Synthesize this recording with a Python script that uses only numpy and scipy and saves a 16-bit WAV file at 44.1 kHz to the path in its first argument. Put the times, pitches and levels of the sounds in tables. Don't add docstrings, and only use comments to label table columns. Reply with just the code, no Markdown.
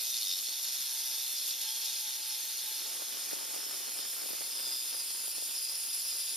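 import sys
import numpy as np
from scipy import signal
from scipy.fft import rfft, irfft, next_fast_len
from scipy.io import wavfile
from scipy.ndimage import uniform_filter1d, map_coordinates

SR = 44100
rng = np.random.default_rng(int(sys.argv[2]) if len(sys.argv) > 2 else 0)


def log_audio(samples):
    frames = np.atleast_2d(samples).T
    limited = np.clip(frames, -1, 1)
    pcm = np.round(limited * 32767).astype(np.int16)
    wavfile.write(sys.argv[1], SR, pcm)


N = 280514
TIME_S = np.arange(N) / SR

# t/s, bite rate/Hz
BITE_RATE = [(0, 122), (.4, 121.5), (.52, 125), (.7, 128.3), (1, 127.7), (2.3, 123.8), (2.7, 125.3),
             (4.3, 126.6), (4.8, 126.9), (5, 127.5), (5.8, 127.3), (6.2, 127.6)]
# t/s, depth/walls
CUT_DEPTH = [(0, 0.022), (2.7, 0.23), (3.3, 0.9), (4.3, 1.25), (5, 1.9)]
# f/Hz, width/Hz, level over scrape/dB at top wall, at corner, at front wall
STEEL_MODES = [(2515, 44, 6, 2, 7), (2705, 45, -0.5, -9, 8), (3437, 97, 12.5, 0, 9),
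               (3606, 54, 19.5, 14, 15.5), (3755, 58, 17, -5, 9), (4110, 61, 17, 4, 14),
               (4200, 48, 19, 9, 14), (4333, 45, 16, 18, 19), (4403, 39, 23, 5, 14),
               (4720, 80, 9, 16, 18.5), (4830, 60, 23, 10, 23), (4950, 57, 15.5, 18.5, 22),
               (5160, 61, 16, 11, 13), (5110, 52, 10.5, 16, 18), (5300, 110, -4, 13, 17),
               (5400, 51, 17, 10.5, 14), (5575, 46, 18, 8, 13), (5800, 180, 9, 4.5, -10),
               (6370, 42, 9.5, 3, 1), (6910, 25, 6, 2, -3), (8570, 150, 1, 2.5, -7), (9440, 140, 9, 1, -17),
               (9670, 58, -3, 13, 12), (10130, 86, 17.5, 0, 12.5), (10465, 91, 9.5, 16.5, 17),
               (11050, 97, 1, 14, -3), (11180, 130, 12.5, 2, 3.5), (11700, 76, 1, 7, 6.5),
               (11900, 140, 12.5, 6, 2), (12100, 120, 2, -2, 3), (12480, 180, 13.5, 9.5, -12),
               (13160, 84, -9, 15.5, -1), (13941, 140, 8, 5, 2)]
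# f/Hz, density/dB
SCRAPE_SPECTRUM = [(40, -60), (130, -24), (400, -10.5), (900, -9.5), (1500, -11), (2200, -6), (3000, -1.5),
                   (4600, -8.5), (6000, 3), (7200, 12.5), (8500, 8), (10000, -3.5), (12000, -2),
                   (14000, 0.5), (15500, -4.5)]
# f/Hz, level/dB
PORT_DIFFERENCE = [(200, -24), (1000, 2.5), (2000, 2), (2900, -29), (3700, -27), (4300, 4.5), (4950, -5.5),
                   (6000, -4.5), (7000, -5), (7700, -12), (9000, -0.5), (11200, -2.5), (12000, 0),
                   (14500, 0.5)]
# t/s, beam ring level/dB, tooth hiss level/dB
BLADE_LEAN = [(0, -38, -40), (.55, -39, -42), (1, -39.5, -40.5), (1.9, -39.5, -42), (2.2, -40.5, -41.5),
              (3.3, -42.5, -43.5), (4.4, -42.5, -42), (5.3, -42.5, -40), (6.1, -41, -41)]
# middle t/s, length/s, force change/dB
TOOTH_SNAGS = [(0.13, 0.012, -3), (0.39, 0.015, 1), (0.437, .04, 1), (0.645, 0.046, 1), (0.82, .06, 1),
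               (1.487, .09, 2.5), (1.568, 0.093, -2.5), (1.623, 0.042, 2), (1.856, .04, 3),
               (2.206, 0.24, -2), (2.307, 0.053, 1.4), (2.37, .06, -1.5), (4.793, .04, 0),
               (5.203, 0.091, -1.5), (5.339, 0.036, -4), (5.946, 0.045, 3), (6.078, .06, 2)]
# start t/s, end t/s, level/dB
MOTOR_SWELLS = [(0.433, .52, -66), (.62, .8, -79), (0.82, 1.22, -70), (1.54, 2.414, -67.5),
                (2.54, 2.8, -66.5), (2.9, 3.1, -72), (3.25, 3.6, -73), (4.95, 6.36, -87)]
# t/s, level/dB
GEAR_WHIRR = [(0, -51), (.35, -63), (.7, -50), (1.4, -53), (2, -50), (2.7, -49.5), (3.3, -57.5),
              (4.3, -57.5), (5, -53), (6.36, -55.5)]
# f/Hz, density/dB
HOUSING_SPECTRUM = [(50, -60), (150, -23), (400, -9.5), (900, -7), (1300, -11.5), (1650, -6.5), (2000, -9),
                    (2650, -4.5), (3200, -2), (4500, -8), (9000, -24)]
# f/Hz, density/dB
DRAUGHT_SPECTRUM = [(25, -51), (80, -24), (150, -9), (200, -5), (255, 0), (300, -0.5), (550, -1.5),
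                    (1000, -7), (2200, -12.5), (4000, -11.5), (9000, -24)]
# t/s, level/dB, width/ms
EDDY_POPS = [(3.022, -44, 0.46), (3.145, -54, 1), (3.326, -50, 0.49), (3.3324, -38.5, 0.6),
             (3.366, -51, 0.45), (3.413, -52, .6), (3.43, -46, 0.3), (3.544, -49, .4), (3.564, -45, 0.48),
             (3.667, -51, 0.72), (3.747, -50, .6), (3.882, -48, 0.45), (3.992, -49, .8), (4.222, -50, .5),
             (4.24, -48, .7), (4.261, -46, 0.59), (4.292, -49, 0.4), (4.307, -46, 0.72), (4.333, -46, 0.78),
             (4.351, -51, 0.57), (4.41, -44.5, 0.6), (4.42, -46, 0.46), (4.477, -52, 0.58),
             (4.6, -53, 0.53), (4.672, -49, .55), (4.947, -46, 0.38), (5.28, -47, 0.46), (5.383, -48, 0.61),
             (5.425, -46, 0.47)]
# start t/s, end t/s, f/Hz, level/dB, bite-to-bite phase scatter/rad
BLADE_SQUEALS = [(0.035, 0.16, 3640, -43, 0.73), (0.19, 0.34, 3700, -40.5, 1.5),
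                 (0.2, 0.34, 5080, -41, 0.98), (1.12, 1.36, 3540, -46.5, 0.45),
                 (1.6, 1.78, 3300, -46.5, .35), (1.9, 2.75, 3650, -55.5, 0.58), (4.15, 4.55, 3650, -57, .2),
                 (4.52, 4.77, 3545, -50, .1), (4.77, 4.85, 3750, -51, .2), (2.9, 4.2, 5310, -54.5, .25),
                 (2.08, 2.8, 4260, -54, 0.3), (4.25, 4.75, 4305, -55.5, .1), (4.54, 4.8, 4945, -40.5, .12),
                 (4.88, 5.0, 4980, -42, .3), (5.52, 5.7, 4970, -44, 0.91), (5.9, 6.22, 4980, -48, 1.3),
                 (4.3, 4.45, 2130, -58, .2), (3.7, 4.8, 10480, -56, 1.5), (4.7, 6.4, 10460, -53.5, 1.2),
                 (5.86, 6.36, 10520, -45.5, 1.1)]
# t/s, level/dB
BLADE_SLAPS = [(.1415, -28), (.176, -31), (.2135, -28.5), (.2228, -28), (.231, -29.5), (.262, -31),
               (.293, -31), (.3123, -29), (.3243, -26), (.389, -27), (1.51, -28), (1.856, -30)]

SWING_DB, EASE_DB_PER_WALL = 1.2, 0.5
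BITE_SKEW = 0.33
CHATTER_START_S, CHATTER_END_S, CHATTER_RISE_S, CHATTER_FALL_S = 0.02, 0.24, 0.4, 0.092
CHATTER_FULL_DB = 0.7
CHATTER_DRAG, BITE_PEAK_S = 0.235, 0.3265
DRAG_START_S, DRAG_END_S, DRAG_RISE_S, DRAG_FALL_S = 0.15, 0.38, 0.13, 0.07
HISS_SPLIT_HZ = 7400

WHINE_REST_DB, WHINE_RISE_S, WHINE_FALL_S = -78.5, 0.099, 0.17

CALM_DB, GUST_DB = -69.5, -62
GUST_START_S, GUST_END_S, GUST_RISE_S, GUST_FALL_S = 2.55, 3.55, 0.44, 3.17
STIR_REL_DB, STIR_S = -26.5, 0.036
SMALL_POPS_PER_S, SMALL_POP_DB, SMALL_POP_MS = 4.5, -58, 0.51
PORT_CUT_HZ = 235

SQUEAL_RISE_S, SQUEAL_FALL_S = 0.11, 0.039
SLAP_CRACK, SLAP_CRACK_S, SLAP_DAMP_S, SLAP_TOP_HZ = 0.4, 0.002, 0.007, 6000

CROSS_SHARE, CROSS_NOTCH_HZ, TOP_HZ = 0.85, 7600, 15700


def amp(db):
    return 10 ** (np.asarray(db) / 20)


def unit(x):
    return x / np.sqrt(np.mean(x ** 2) + 1e-20)


def along(points, f_hz):
    f, v = np.transpose(points)
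    return np.interp(np.log(f_hz + 1), np.log(f), v)


def curves(rows):
    t_s, *columns = np.transpose(rows)
    return [np.interp(TIME_S, t_s, column) for column in columns]


def wobble(rate_hz):
    knots = rng.standard_normal(int(N * rate_hz / SR) + 4)
    return map_coordinates(knots, [TIME_S * rate_hz])


def held(start_s, end_s, rise_s, fall_s):
    rise = (TIME_S - start_s) / rise_s
    fall = 1 - (TIME_S - end_s) / fall_s
    return np.clip(np.minimum(rise, fall), 0, 1)


def bump(middle_s, length_s):
    return np.cos(np.pi * np.clip((TIME_S - middle_s) / length_s, -0.5, 0.5)) ** 2


def filtered(x, response):
    size = next_fast_len(N + 8192)
    return irfft(rfft(x, size) * response(np.fft.rfftfreq(size, 1 / SR)), size)[..., :N]


def ports(common, difference):
    return np.array([common + difference, common - difference])


def bite_count(rate_hz):
    drag = CHATTER_DRAG * held(DRAG_START_S, DRAG_END_S, DRAG_RISE_S, DRAG_FALL_S)
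    bites = np.cumsum(rate_hz * (1 - drag) * (1 + 0.002 * wobble(30))) / SR
    return bites + 1 - np.interp(BITE_PEAK_S, TIME_S, bites) % 1


def teeth(bites, repeat, grit_db):
    count = round(SR / 126)
    pattern = rng.standard_normal((2, count))
    position = [bites % 1 * count]
    again = unit(np.array([map_coordinates(row, position, mode="grid-wrap", order=5) for row in pattern]))
    fresh = rng.standard_normal((2, N))
    noise = np.sqrt(repeat) * again + np.sqrt(1 - repeat) * fresh
    return noise * amp(grit_db * wobble(1500))


def beam(f_hz, stage, ripple_db):
    peaks = 0
    for centre_hz, width_hz, *levels_db in STEEL_MODES:
        peaks = peaks + amp(levels_db[stage]) ** 2 / (1 + (2 * (f_hz - centre_hz) / width_hz) ** 2)
    weak = map_coordinates(rng.standard_normal(1000), [f_hz / 55], mode="mirror")
    return amp(along(SCRAPE_SPECTRUM, f_hz)) * np.sqrt(amp(ripple_db * weak) ** 2 + peaks)


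def flare(x, flare_db):
    z = signal.stft(x, nperseg=512)[2]
    field = uniform_filter1d(rng.standard_normal(z.shape[1:]), size=4, axis=0)
    field = uniform_filter1d(field, size=9, axis=1)
    return signal.istft(z * amp(flare_db * unit(field)), nperseg=512)[1][:, :N]


def rasp(bites, ring_db, hiss_db, hiss_swing, uneven_db, lurch_db, sway_db, ripple_db):
    ring_level_db, hiss_level_db = curves(BLADE_LEAN)
    (depth,) = curves(CUT_DEPTH)
    snag_db = sum(db * bump(t_s, length_s) for t_s, length_s, db in TOOTH_SNAGS)
    chatter = held(CHATTER_START_S, CHATTER_END_S, CHATTER_RISE_S, CHATTER_FALL_S)
    swing_db = SWING_DB - EASE_DB_PER_WALL * depth + CHATTER_FULL_DB * chatter

    def colour(f_hz):
        apart = amp(along(PORT_DIFFERENCE, f_hz))
        return beam(f_hz, stage, ripple_db) * np.array([np.ones_like(f_hz), apart])

    scrape = 0
    for stage in range(len(STEEL_MODES[0]) - 2):
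        share = np.sqrt(np.clip(1 - np.abs(depth - stage), 0, 1))
        scrape = scrape + share * filtered(teeth(bites, repeat=0.19, grit_db=0.8), colour)
    scrape = flare(scrape, flare_db=1.7)
    low = filtered(scrape, lambda f_hz: 1 / (1 + (f_hz / HISS_SPLIT_HZ) ** 16))

    def steady(x):
        return x / np.sqrt(uniform_filter1d(x[0] ** 2, size=SR // 3))

    def chance_db():
        return uneven_db * wobble(170) + lurch_db * wobble(35) + sway_db * wobble(12)

    pressure_db = swing_db * (np.cos(2 * np.pi * bites) - BITE_SKEW * np.sin(4 * np.pi * bites))
    ring_pulse = unit(amp(pressure_db + chance_db()))
    hiss_pulse = unit(amp(hiss_swing * pressure_db + chance_db()))
    ring = amp(ring_level_db + ring_db) * ring_pulse * steady(low)
    hiss = amp(hiss_level_db + hiss_db) * hiss_pulse * steady(scrape - low)
    return amp(snag_db) * ports(*(ring + hiss))


def motor(rate_hz, whine_db, overtone_db):
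    level = amp(WHINE_REST_DB)
    for start_s, end_s, db in MOTOR_SWELLS:
        level = level + amp(db) * held(start_s, end_s, WHINE_RISE_S, WHINE_FALL_S)
    turn_rad = 2 * np.pi * np.cumsum(rate_hz * (1 + 0.002 * wobble(25.18))) / SR
    shaft, gear = np.sin(7 * turn_rad), np.sin(13 * turn_rad)
    tone = level * amp(whine_db + 1.9 * wobble(16)) * unit(shaft + amp(overtone_db) * gear)
    return ports(tone, amp(-30) * tone)


def gearbox(bites, whirr_db, apart_db):
    (level_db,) = curves(GEAR_WHIRR)
    mesh = teeth(bites, repeat=0.38, grit_db=2.0)
    housed = unit(filtered(mesh, lambda f_hz: amp(along(HOUSING_SPECTRUM, f_hz))))
    common, difference = amp(level_db + whirr_db) * housed
    return ports(common, amp(apart_db) * difference)


def gust_envelope():
    return held(GUST_START_S, GUST_END_S, GUST_RISE_S, GUST_FALL_S)


def draught(flow_db, apart_db, lumpy_db, pop_db, right_db):
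    gust = gust_envelope()
    flow = amp(CALM_DB + (GUST_DB - CALM_DB) * gust)
    flow = flow + sum(amp(db + STIR_REL_DB) * bump(t_s, STIR_S) for t_s, db, _ in EDDY_POPS)
    lumps = unit(amp(lumpy_db * wobble(260) + 1.25 * wobble(24.95)))
    eddies = lumps * rng.standard_normal((2, N))
    flutter = unit(filtered(eddies, lambda f_hz: amp(along(DRAUGHT_SPECTRUM, f_hz))))
    common, difference = flow * amp(flow_db) * flutter
    air = ports(common, amp(apart_db) * difference) * amp([[-right_db], [right_db]])

    small_times_s = TIME_S[rng.random(N) < gust * SMALL_POPS_PER_S / SR]
    small = [(t_s, SMALL_POP_DB, SMALL_POP_MS) for t_s in small_times_s]
    pops = np.zeros((2, N))
    for t_s, db, width_ms in list(EDDY_POPS) + small:
        u = (TIME_S - t_s) * 1000 / width_ms
        pops[0] -= amp(db + pop_db) * u * np.exp(-u * u)
    port_cut = signal.butter(3, PORT_CUT_HZ, "highpass", fs=SR, output="sos")
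    return air + signal.sosfilt(port_cut, pops)


def rumble(level_db, swell_db, gust_db):
    deep = unit(filtered(rng.standard_normal(N), lambda f_hz: 1 / (1 + (f_hz / 110) ** 2)))
    swell = np.tanh(2 * wobble(12) - 0.5)
    return amp(level_db + gust_db * gust_envelope() + swell_db * swell) * deep


def squeals(bites, swing_db, apart_db):
    bite = np.floor(bites + 0.5).astype(int)
    from_peak_s = (bites - bite) / (np.gradient(bites) * SR)
    sound = 0
    for start_s, end_s, pitch_hz, db, scatter_rad in BLADE_SQUEALS:
        phase, size = rng.standard_normal((bite.max() + 1, 2))[bite].T
        swell = np.cos(np.pi * bites) ** 2 * amp(swing_db * size)
        squeak = unit(swell * np.sin(2 * np.pi * pitch_hz * from_peak_s + scatter_rad * phase))
        sound = sound + amp(db) * held(start_s, end_s, SQUEAL_RISE_S, SQUEAL_FALL_S) * squeak
    return ports(sound, amp(apart_db) * sound)


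def slaps():
    t_s = np.arange(SR // 20) / SR
    centre_hz, width_hz, level_db = np.transpose(STEEL_MODES)[:3, :, None]
    strength = amp(level_db + along(SCRAPE_SPECTRUM, centre_hz)) / (1 + (centre_hz / SLAP_TOP_HZ) ** 4)
    decay = np.exp(-np.pi * width_hz * t_s)
    sound = np.zeros(N + len(t_s))
    for start_s, db in BLADE_SLAPS:
        phase = 2 * np.pi * rng.random(centre_hz.shape)
        modes = strength * decay * np.sin(2 * np.pi * centre_hz * t_s + phase)
        ring = np.sum(modes, axis=0) / np.linalg.norm(strength) * np.exp(-t_s / SLAP_DAMP_S)
        crack = SLAP_CRACK * np.exp(-t_s / SLAP_CRACK_S) * rng.standard_normal(len(t_s))
        crack = np.diff(crack, prepend=0) / 2
        sound[round(start_s * SR):][:len(t_s)] += amp(db) * (ring + crack)
    return ports(sound[:N], amp(-17) * sound[:N])


def scene():
    (rate_hz,) = curves(BITE_RATE)
    bites = bite_count(rate_hz)
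    saw = rasp(bites, ring_db=2.5, hiss_db=4.0, hiss_swing=0.46,
               uneven_db=0.56, lurch_db=0.49, sway_db=-0.06, ripple_db=3.0)
    saw = saw + motor(rate_hz, whine_db=10.5, overtone_db=-11.5)
    saw = saw + gearbox(bites, whirr_db=0.5, apart_db=-14.0)
    air = draught(flow_db=15.5, apart_db=-7.5, lumpy_db=2.5, pop_db=26.0, right_db=2.5)
    deep = rumble(level_db=-81, swell_db=17.5, gust_db=8.5)
    saw = saw + squeals(bites, swing_db=2.0, apart_db=-10) + slaps()
    return (saw + air) * amp([[-1], [1]]) + deep


def record(dry):
    crossed = filtered(dry[::-1], lambda f_hz: CROSS_SHARE * np.exp(-2j * np.pi * f_hz / CROSS_NOTCH_HZ))
    return filtered((dry - crossed) / (1 + CROSS_SHARE), lambda f_hz: f_hz < TOP_HZ)


dry = scene()
out = record(dry)
log_audio(out)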